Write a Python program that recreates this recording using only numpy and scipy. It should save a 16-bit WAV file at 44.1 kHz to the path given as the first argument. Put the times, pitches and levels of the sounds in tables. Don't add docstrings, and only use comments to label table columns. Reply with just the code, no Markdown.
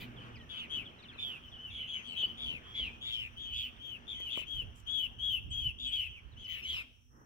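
import sys
import numpy as np
from scipy import signal
from scipy.fft import rfft, irfft, next_fast_len
from scipy.io import wavfile
from scipy.ndimage import uniform_filter1d, map_coordinates

SR = 44100
rng = np.random.default_rng(int(sys.argv[2]) if len(sys.argv) > 2 else 0)


def invert_db(x):
    u = np.asarray(x, float) / 20
    return 10 ** u


def transcribe(u):
    v = np.clip(np.atleast_2d(u).T, -1, 1)
    q = np.round(v * 32767).astype(np.int16)
    wavfile.write(sys.argv[1], SR, q)


N = 319725
T_S = np.arange(N) / SR

# frequency in Hz, density in dB per Hz.
WIND_SPECTRUM = [(15, -22), (30, -19), (55, -4), (90, -9), (160, -23), (400, -40.5), (800, -120)]
# time in seconds, level in dB.
GUSTS = [(0.0, -53.5), (.6, -62.5), (1.23, -63), (1.8, -56), (2.4, -58.5), (3.0, -54), (3.6, -61),
         (4.1, -59), (4.6, -56), (5.2, -55), (5.9, -54.5), (6.64, -57.5), (7.25, -69.5)]
# centre in seconds, half length in seconds, rise in dB.
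BUMPS = [
    (0.378, 0.047, 11.5),
    (2.482, 0.043, 11),
    (3.544, 0.11, 10),
    (4.594, 0.051, 11.5),
    (5.454, 0.16, 10.5),
    (5.676, 0.022, 15.5),
    (6.743, 0.055, 8.5),
]
# frequency in Hz, density in dB per Hz.
ROAD_SPECTRUM = [(40, -14), (100, -6.5), (250, -8), (500, -14.5), (900, -18), (1500, -25.5), (3000, -56)]
# time in seconds, road level in dB.
TRAFFIC = [(0, -59), (.12, -61), (.5, -65), (1.2, -64), (2.05, -65), (2.4, -64), (2.8, -63.5), (3.5, -70),
           (3.95, -67), (4.3, -66), (4.7, -70.5), (5.3, -70), (5.8, -75), (6.4, -71), (6.78, -68),
           (6.9, -77.5), (7.08, -86.5), (7.25, -85)]
# frequency in Hz, density in dB per Hz.
TYRE_SPECTRUM = [(500, -26), (900, -11), (1200, -3.5), (1600, -5), (2100, -9), (3100, -4), (3900, -22),
                 (8000, -36), (16000, -50)]
TYRES_DB, TYRES_GROW, ROAD_MEAN_DB = -66.5, 1.13, -64
# frequency in Hz, density in dB per Hz.
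CAR_SPECTRUM = [(80, 1), (250, 6), (600, -9), (1200, -3), (1900, -9), (2400, -41.5), (4000, -66.5)]
CAR_S, CAR_RISE_S, CAR_DB = 7.09, 0.08, -61.5
# frequency in Hz, density in dB per Hz.
INSECT_SPECTRUM = [(4900, -84), (5350, -13), (5800, -6.5), (6200, -12), (6800, -25.5)]
INSECT_DB = -79
# time in seconds, second harmonic in dB, fourth harmonic in dB.
HUM = [(0.0, -48, -53.5), (0.56, -65.5, -64.5), (7.25, -70, -69.5)]
# frequency in Hz, left-right likeness from 0 to 1.
ALIKE = [(60, .35), (130, .85), (300, .85), (600, .5), (3000, .4), (15000, .3)]
# time in seconds, peak in dB, crack in dB re peak, left-right difference in dB.
CREAKS = [
    (1.159, -49, -30, 1.5),
    (2.233, -44, -30, -1),
    (2.798, -50, -35, 3),
    (4.202, -49, -8, .5),
    (4.375, -38, -16, -11),
    (4.391, -50, -24, -11),
    (4.417, -52, -30, -10),
    (7.215, -58, -20, 0),
]
# start in seconds, length in seconds, level in dB, centre in Hz.
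RUBS = [
    (-.02, 0.06, -63.5, 15130),
    (4.36, 0.064, -58.5, 7700),
    (4.754, 0.067, -69.5, 7600),
]
# centre in Hz, width in Hz, gain in dB.
CASE = [(294, 400, 12.5), (630, 73, 16), (1070, 190, 15)]
# frequency in Hz, decay by 60 dB in seconds.
TREE_DECAY = [(1000, 0.18), (3000, 0.63), (6000, 0.53), (15000, 0.52)]
# start in seconds, length in seconds, start in Hz, end in Hz, level in dB.
CHIRPS_AHEAD = [(.162, .033, 3600, 2950, -53), (.34, .035, 3350, 2000, -54), (.372, .07, 2000, 1800, -61),
                (.352, .034, 5600, 3600, -66), (.405, .03, 4300, 3600, -75), (1.17, .025, 4000, 3400, -63),
                (.39, .03, 3550, 2950, -58), (.852, .035, 3650, 2850, -50), (.885, .022, 3400, 3000, -53),
                (.985, .032, 4150, 3400, -59), (1.02, .035, 2600, 2100, -61),
                (1.082, .032, 3700, 3000, -50), (1.13, .015, 4400, 4000, -62),
                (1.515, .035, 3600, 2900, -49), (1.55, .025, 3400, 2800, -50), (1.89, .19, 6600, 6150, -69),
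                (2.08, .03, 4900, 3800, -64), (3.76, .015, 3700, 3500, -63), (6.315, .04, 4300, 3000, -69),
                (6.44, .03, 6300, 4200, -65), (6.44, .04, 2500, 1900, -68), (1.435, .025, 3300, 2900, -57),
                (2.9, .06, 2600, 2450, -59), (6.75, .035, 5500, 5150, -63)]
# start in seconds, length in seconds, start in Hz, end in Hz, level in dB.
CHIRPS_LEFT = [(.2, .03, 3350, 2750, -56), (.23, .02, 3300, 2800, -63), (.92, .03, 2750, 2400, -63),
               (1.022, .03, 4800, 3200, -59), (1.045, .035, 3200, 2550, -58),
               (1.108, .033, 2900, 1900, -57), (1.14, .025, 2900, 2500, -57), (1.7, .015, 3650, 3500, -51),
               (2.11, .055, 4750, 3750, -64), (2.165, .125, 3750, 4750, -64)]
AHEAD_PAN_DB, LEFT_PAN_DB = 1.2, 7.5
# start in seconds, length in seconds, start in Hz, end in Hz, level in dB.
UNDERTONES = [(1.17, 0.082, 2500, 2460, -56), (1.694, 0.19, 2400, 2170, -59.5),
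              (1.928, .11, 2320, 2194, -57), (2.372, 0.082, 2320, 2340, -64),
              (2.736, 0.12, 2310, 2150, -53.5), (3.04, 0.086, 2200, 2250, -59.5),
              (3.113, .11, 5440, 5180, -68.5), (3.042, 0.13, 4240, 4090, -68.5),
              (2.06, 0.089, 8100, 7530, -71.5), (6.724, 0.071, 5650, 4870, -64.5),
              (2.3, 0.074, 3050, 3160, -68), (4.1, 0.12, 2460, 2060, -62), (4.333, 0.092, 2260, 2100, -60),
              (5.498, 0.033, 7600, 7900, -64.5), (5.824, 0.12, 2850, 2350, -58),
              (5.864, 0.054, 7800, 8000, -63), (5.871, 0.055, 1570, 1630, -75),
              (6.47, .12, 2210, 1953, -58), (6.637, 0.12, 2310, 2070, -59.5),
              (6.76, 0.067, 1160, 1364, -66.5)]
FUZZ_HZ, UNDERTONE_PAN_DB = 455.6, 8

# start in seconds, length in seconds, peak in dB, top pitch in Hz, end pitch in Hz.
CLEAR = [
    (1.567, 0.15, -50.5, 3080, 2556),
    (3.784, 0.19, -46, 3293, 2550),
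    (4.455, 0.18, -40.5, 3310, 2630),
    (4.858, 0.215, -37, 3379, 2697),
    (5.18, 0.21, -37.5, 3348, 2554),
]
BURRY = [
    (1.412, 0.08, -57.5, 3120, 2910),
    (2.15, 0.11, -36, 3224, 2830),
    (2.627, 0.15, -53.5, 3247, 3230),
    (3.36, 0.19, -44, 3307, 2873),
    (6.068, 0.13, -51.5, 3125, 2050),
    (5.405, 0.05, -61.5, 3130, 3120),
]
HOARSE_RIGHT = [
    (1.698, 0.2, -45, 3330, 2535),
    (2.02, 0.16, -45, 3254, 2430),
    (2.365, .225, -40, 3455, 2200),
    (3.002, 0.28, -37.5, 3450, 2422),
    (4.28, 0.165, -40, 3313, 2512),
]
HOARSE_LEFT = [
    (.688, 0.155, -38.5, 3270, 2080),
    (1.862, .16, -41, 3256, 2400),
    (4.063, .1, -43, 3490, 3000),
    (5.776, 0.175, -38, 3500, 2450),
]
SLURS = [
    (1.178, .205, -41, 3580, 2400),
    (2.268, 0.068, -50, 3150, 2750),
    (5.908, .175, -35, 3290, 2520),
]
RASPY = [
    (-.03, 0.08, -56.5, 3264, 2680),
    (-.03, 0.072, -52, 2438, 2140),
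]
NEAR = [
    (6.355, 0.125, -50, 3240, 2780),
]
ROUGH = [
    (6.465, .15, -43.5, 3090, 2607),
]
LEVEL = [
    (4.133, 0.18, -40.5, 3230, 2630),
    (5.499, .215, -38, 3293, 2583),
]
STEEP = [
    (2.733, .165, -38, 3397, 2247),
]
DENSE = [
    (.485, .125, -46, 3380, 2700),
    (.555, .115, -45, 3480, 2200),
]
HARSH = [
    (6.612, .215, -38, 3270, 2400),
]
THICK = [
    (3.521, .175, -38, 3357, 2497),
]
FLOCK = (CLEAR, BURRY, HOARSE_RIGHT, HOARSE_LEFT, SLURS, RASPY, NEAR, ROUGH, LEVEL, STEEP, DENSE, HARSH, THICK)
# burr rate in Hz, pitch swing as share of pitch, rasp in dB.
VOICES = [(180, .021, -29), (180, .025, -24), (115, .032, -17), (135, .03, -21), (150, .027, -21),
          (198, .035, -8), (194, .024, -22), (170, .03, -13), (180, .022, -25), (170, .024, -22),
          (150, .033, -13), (194, .026, -15), (130, .035, -11)]
# second, third, fourth and fifth partial in dB, spray in dB, breath in dB.
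OVERTONES = [(-23.5, -34.5, -34, -41, -32, -37), (-25, -36, -48.5, -33.5, -28.5, -39),
             (-25, -31, -47.5, -42.5, -20.5, -35.5), (-21.5, -33.5, -61, -38.5, -26, -36.5),
             (-25.5, -43, -33.5, -41.5, -23.5, -34.5), (-16, -22, -30, -18, 0, -25),
             (-13.5, -41, -47, -40, -21, -31), (-15.5, -41, -39, -26.5, -14.5, -30),
             (-21, -35, -32.5, -43.5, -29.5, -37), (-24, -40, -51, -43, -18.5, -32.5),
             (-23.5, -31, -44, -40, -18.5, -35), (-13, -46, -36.5, -36, -15.5, -28.5),
             (-18.5, -41, -45, -32, -18.5, -31)]
# share of the call at top pitch, rise to it as share of pitch, power of the pitch fall,
# share of the call at peak level, swell in dB, dying in dB.
ARCHES = [(.33, 0.099, 1.8, 0.62, 10.5, 5), (.3, .07, 1.6, 0.56, 6.5, 0), (.25, 0.06, 1.35, 0.49, 12, 9.5),
          (0.25, 0.068, 1.6, 0.45, 15.5, 18), (0.17, .03, 1.2, 0.22, 9.5, 11),
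          (0.11, 0.01, 1.1, 0.18, -10.5, 33), (.45, 0.17, 1.2, 0.71, 11.5, -1.5),
          (0.33, 0.039, 1, 0.46, 9, 8), (.3, 0.068, 2.1, 0.73, 6.5, 6.5), (.25, 0.058, 1.25, 0.41, 12, 7.5),
          (0.17, .02, 1.3, 0.54, 6.5, 9.5), (0.45, 0.23, 0.86, 0.7, 10.5, 8.5),
          (.25, .04, 1.9, 0.42, 7.5, 15.5)]
# time in seconds, left-right difference in dB, left lag in ms.
PATHS = [
    [(1.6, 4.5, -0.37), (3.8, 8, -.45), (4.46, 9.5, -.4), (4.85, 11.5, -0.41), (5.18, 11.5, -0.33)],
    [(1.4, 8, -0.34), (2.15, 7, 0.29), (2.63, 0, 0.06), (3.36, 5.5, -0.41), (5.4, -2, -0.43),
     (6.07, -3, -0.12)],
    [(1.7, 0, 0.32), (2.02, 7, .2), (2.36, 5, .16), (3.0, 4, .14), (4.3, 10, 0.54)],
    [(.7, 8.5, -0.09), (1.9, 7.5, -.3), (4.1, 9, -0.54), (5.8, 5, -0.39)],
    [(1.2, -3, 0.39), (2.3, 11, -0.35), (5.9, 6.5, -0.39)],
    [(0.0, 0, -.05)],
    [(6.36, 7, -0.05)],
    [(6.47, 9.5, -.6)],
    [(4.15, 3.5, -.43), (5.5, 6.5, -.4)],
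    [(2.74, 3, .05)],
    [(.49, 8.5, .43), (.55, 0, .45)],
    [(6.62, 3, -0.26)],
    [(3.5, -1, -.4)],
]
# multiple of pitch, spread in Hz, level in dB.
SIDEBANDS = [(0.72, 600, -9), (.9, 900, 5.5)]
# frequency in Hz, gain in dB.
THROAT = [(1200, -14), (2100, -2), (3000, 0.5), (3650, 2), (4050, -3), (5000, -4), (6300, -3), (16000, 3)]
SWELL_BEND = 1.74
LOW_FADE_DB, FOURTH_LATE_DB = 13, 20
SPRAY_MULTIPLE, SPRAY_HZ = 1.2, 2200
ATTACK_S, RELEASE_S, FLUTTER_DB = .016, .016, 1.2
TOP_HZ = 15780


def unit(x):
    return x / np.sqrt(np.mean(x ** 2) + 1e-20)


def along(points, hz):
    f, v = np.transpose(points)
    return np.interp(np.log(hz + 1), np.log(f + 1), v)


def curves(rows, t):
    s, *cols = np.transpose(rows)
    return [np.interp(t, s, c) for c in cols]


def wobble(rate_hz, size=N):
    knots = rng.standard_normal(int(size * rate_hz / SR) + 4)
    return map_coordinates(knots, [np.arange(size) * rate_hz / SR])


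def filtered(x, response):
    m = next_fast_len(N + SR // 2)
    return irfft(rfft(x, m) * response(np.fft.rfftfreq(m, 1 / SR)), m)[..., :N]


def fade(t, rise_s, fall_s):
    return np.clip((t - t[0]) / rise_s, 0, 1) * np.clip((t[-1] - t) / fall_s, 0, 1)


def sine(hz):
    return np.sin(2 * np.pi * np.cumsum(hz) / SR)


def add(out, x, s, pan_db, lag_ms):
    for port, sign in enumerate((1, -1)):
        at = max(round((s + sign * lag_ms / 2000) * SR), 0)
        out[port, at:at + len(x)] += invert_db(sign * pan_db / 2) * x


def rush(spectrum, patchy_db):
    z = signal.stft(rng.standard_normal((2, N)), nperseg=512)[2]
    field = uniform_filter1d(rng.standard_normal(z.shape[1:]), 6, 0)
    field = uniform_filter1d(field, 14, 1)
    pair = signal.istft(z * invert_db(patchy_db * unit(field)), nperseg=512)[1][:, :N]

    def mid_side(hz):
        turn = np.arccos(np.clip(along(ALIKE, hz), -1, 1)) / 2
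        return invert_db(along(spectrum, hz)) * [np.cos(turn), np.sin(turn)]

    mid, side = filtered(pair, mid_side)
    return unit(np.array([np.roll(mid + side, -17), mid - side]))


def road():
    level_db, = curves(TRAFFIC, T_S)
    level_db = level_db + 6 + 2 * wobble(8.3)
    return invert_db(level_db + [[-.8], [.8]]) * rush(ROAD_SPECTRUM, patchy_db=1.5)


def tyres():
    road_db, = curves(TRAFFIC, T_S)
    level_db = TYRES_DB + TYRES_GROW * (road_db - ROAD_MEAN_DB)
    return invert_db(level_db + 6 + 2.05 * wobble(12)) * rush(TYRE_SPECTRUM, patchy_db=1.8)


def car():
    return invert_db(CAR_DB) * np.clip((T_S - CAR_S) / CAR_RISE_S, 0, 1) * rush(CAR_SPECTRUM, patchy_db=0)


def insects():
    level_db = INSECT_DB + 1.5 * wobble(3) + 1.2 * wobble(30)
    return invert_db(level_db) * rush(INSECT_SPECTRUM, patchy_db=2)


def hum():
    second_db, fourth_db = curves(HUM, T_S)
    mains = 2 * np.pi * 119.8 * T_S
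    second = invert_db(second_db + 2.8 * wobble(8.6)) * np.sin(mains + 1.7 * wobble(7.4))
    fourth = invert_db(fourth_db - 2.5 + 4.6 * wobble(12)) * np.sin(2 * mains + 2.63 * wobble(11))
    return second + fourth


def wind():
    level_db, = curves(GUSTS, T_S)
    for s, half_s, rise_db in BUMPS:
        level_db = level_db + rise_db * np.exp(-((T_S - s) / half_s) ** 2)
    lumps = unit(invert_db(2.5 * wobble(6)) * rush(WIND_SPECTRUM, patchy_db=1.5))
    return invert_db(level_db + [[-3], [3]]) * lumps


def case(hz):
    response = 0
    for k, (centre_hz, width_hz, db) in enumerate(CASE):
        damping = 1j * hz * width_hz
        response = response + (-1) ** k * invert_db(db - 29) * damping / (centre_hz ** 2 - hz ** 2 + damping)
    return response


def creaks():
    knocks, cracks = np.zeros((2, N + SR)), np.zeros((2, N + SR))
    t = np.arange(SR // 50) / SR
    for s, db, crack_db, pan_db in CREAKS:
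        knock = np.sin(np.pi * np.clip(t / 0.00075, 0, 1))
        add(knocks, invert_db(db + 26) * knock, s, pan_db, .3)
        crack = np.diff(rng.standard_normal(len(t) + 1))
        add(cracks, invert_db(db + crack_db - 60 * t / .012) * crack, s, pan_db, 0)
    return cracks[:, :N] + filtered(knocks[:, :N], case)


def rubs():
    out = np.zeros((2, N))
    for s, length_s, db, hz in RUBS:
        half_s = length_s / 2
        stroke = np.exp(-((T_S - s - half_s) / half_s) ** 4) * invert_db(3 * wobble(200))
        spectrum = [(hz / 3, -18), (hz * .85, -4), (hz, 0), (hz * 1.2, -6), (hz * 2, -12)]
        out += invert_db(db) * stroke * rush(spectrum, patchy_db=2)
    return out


def yard(x):
    t = np.arange(SR // 8) / SR
    near = rng.standard_normal((2, len(t))) * invert_db(-60 * t / .07) * (t > .002)
    near = invert_db(-4.5) * near / np.linalg.norm(near[0])
    hz, t, z = signal.stft(rng.standard_normal((2, SR)), SR, nperseg=256)
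    decay = invert_db(-60 * t / along(TREE_DECAY, hz)[:, None])
    tail = signal.istft(z * decay, SR, nperseg=256)[1]
    far = invert_db(-17) * np.pad(tail / np.linalg.norm(tail[0]), ((0, 0), (1200, 0)))
    around = x.mean(axis=0) + x / 2
    scatter = signal.fftconvolve(around, near, axes=1)[:, :N]
    return x + scatter + signal.fftconvolve(around, far, axes=1)[:, :N]


def chirps():
    out = np.zeros((2, N + SR))
    for rows, pan_db in ((CHIRPS_AHEAD, AHEAD_PAN_DB), (CHIRPS_LEFT, LEFT_PAN_DB)):
        for s, length_s, start_hz, end_hz, db in rows:
            t = np.arange(0, length_s + .003, 1 / SR)
            hz = start_hz + (end_hz - start_hz) * (t / length_s) ** .9 + 25 * wobble(200, len(t))
            slide = sine(hz) * invert_db(2 * wobble(120, len(t)))
            add(out, invert_db(db) * fade(t, .006, .011) * slide, s, pan_db, -.04 * pan_db)
    return out[:, :N]


def undertones():
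    out = np.zeros((2, N + SR))
    for s, length_s, start_hz, end_hz, db in UNDERTONES:
        t = np.arange(0, length_s, 1 / SR)
        note = wobble(FUZZ_HZ, len(t)) * sine(np.linspace(start_hz, end_hz, len(t)))
        add(out, invert_db(db + 4) * fade(t, .015, .015) * note, s, UNDERTONE_PAN_DB, .2)
    return out[:, :N]


def arch(u, top, before, after, bend):
    early = np.clip(1 - u / top, 0, 1) ** 2
    late = np.clip((u - top) / (1 - top), 0, 1) ** bend
    return -before * early - after * late


def call(out, row, voice, upper, shape, path):
    s, length_s, peak_db, top_hz, end_hz = row
    burr_hz, swing, rasp_db = voice
    second_db, third_db, fourth_db, fifth_db, spray_db, breath_db = upper
    top, rise, sag_bend, peak, swell_db, dying_db = shape
    t = np.arange(s + 0.00085, s + length_s + 0.00557, 1 / SR)

    def chance(rate_hz):
        return wobble(rate_hz, len(t))

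    strain = np.linspace(0, 1, len(t))
    hz = top_hz + arch(strain, top, rise * top_hz, top_hz - end_hz, sag_bend)
    hz = uniform_filter1d(hz, 600)
    level_db = peak_db + arch(strain, peak, swell_db, dying_db, SWELL_BEND)

    burr = 2 * np.pi * np.cumsum(burr_hz * (1 + .22 * chance(60))) / SR
    depth = np.clip(60 * swing - 1, .15, .75)
    pulses = (1 + depth * np.cos(burr)) / np.sqrt(1 + depth ** 2 / 2)
    pulses = pulses * invert_db(FLUTTER_DB * chance(35.5))
    bend = swing * (.75 + .55 * strain) * (1.1 * np.sin(burr) + 22 * swing * chance(400))
    phase = 2 * np.pi * np.cumsum(hz * (1 + bend)) / SR

    tone = np.sin(phase)
    partials_db = (second_db - LOW_FADE_DB * strain, third_db - LOW_FADE_DB * strain,
                   fourth_db - FOURTH_LATE_DB * (1 - strain) ** 4, fifth_db)
    for k, db in enumerate(partials_db, 2):
        partial = np.sin(k * phase + (.06 * k + strain) * chance(900))
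        tone = tone + invert_db(db + 3 * chance(60)) * (k * hz < 17000) * partial
    tone = pulses * tone
    for multiple, spread_hz, db in SIDEBANDS:
        rasp = invert_db(rasp_db + db + 1.5 * strain + 2.5 * chance(12.6))
        tone = tone + rasp * chance(spread_hz) * np.sin(multiple * phase)
    tone = tone + invert_db(spray_db) * chance(SPRAY_HZ) * np.sin(SPRAY_MULTIPLE * phase)
    breath = 1.4 * invert_db(breath_db + 4 * strain) * uniform_filter1d(rng.standard_normal(len(t)), size=2)
    envelope = invert_db(level_db + 2) * fade(t, ATTACK_S, RELEASE_S)
    add(out, envelope * (tone + breath), t[0], *curves(path, s))


def calls():
    out = np.zeros((2, N + SR))
    for rows, *bird in zip(FLOCK, VOICES, OVERTONES, ARCHES, PATHS):
        for row in rows:
            call(out, row, *bird)
    return filtered(out[:, :N], lambda hz: invert_db(along(THROAT, hz)))


def scene():
    background = road() + tyres() + car() + insects() + hum() + wind()
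    hand = creaks() + rubs()
    birds = chirps() + undertones() + calls()
    return background + hand + yard(birds)


def band_limit(x):
    return signal.sosfilt(signal.butter(12, 16820, fs=SR, output="sos"), x)


def record(dry):
    mix = filtered(dry, lambda hz: hz < TOP_HZ)
    return band_limit(mix)


dry = scene()
out = record(dry)
transcribe(out)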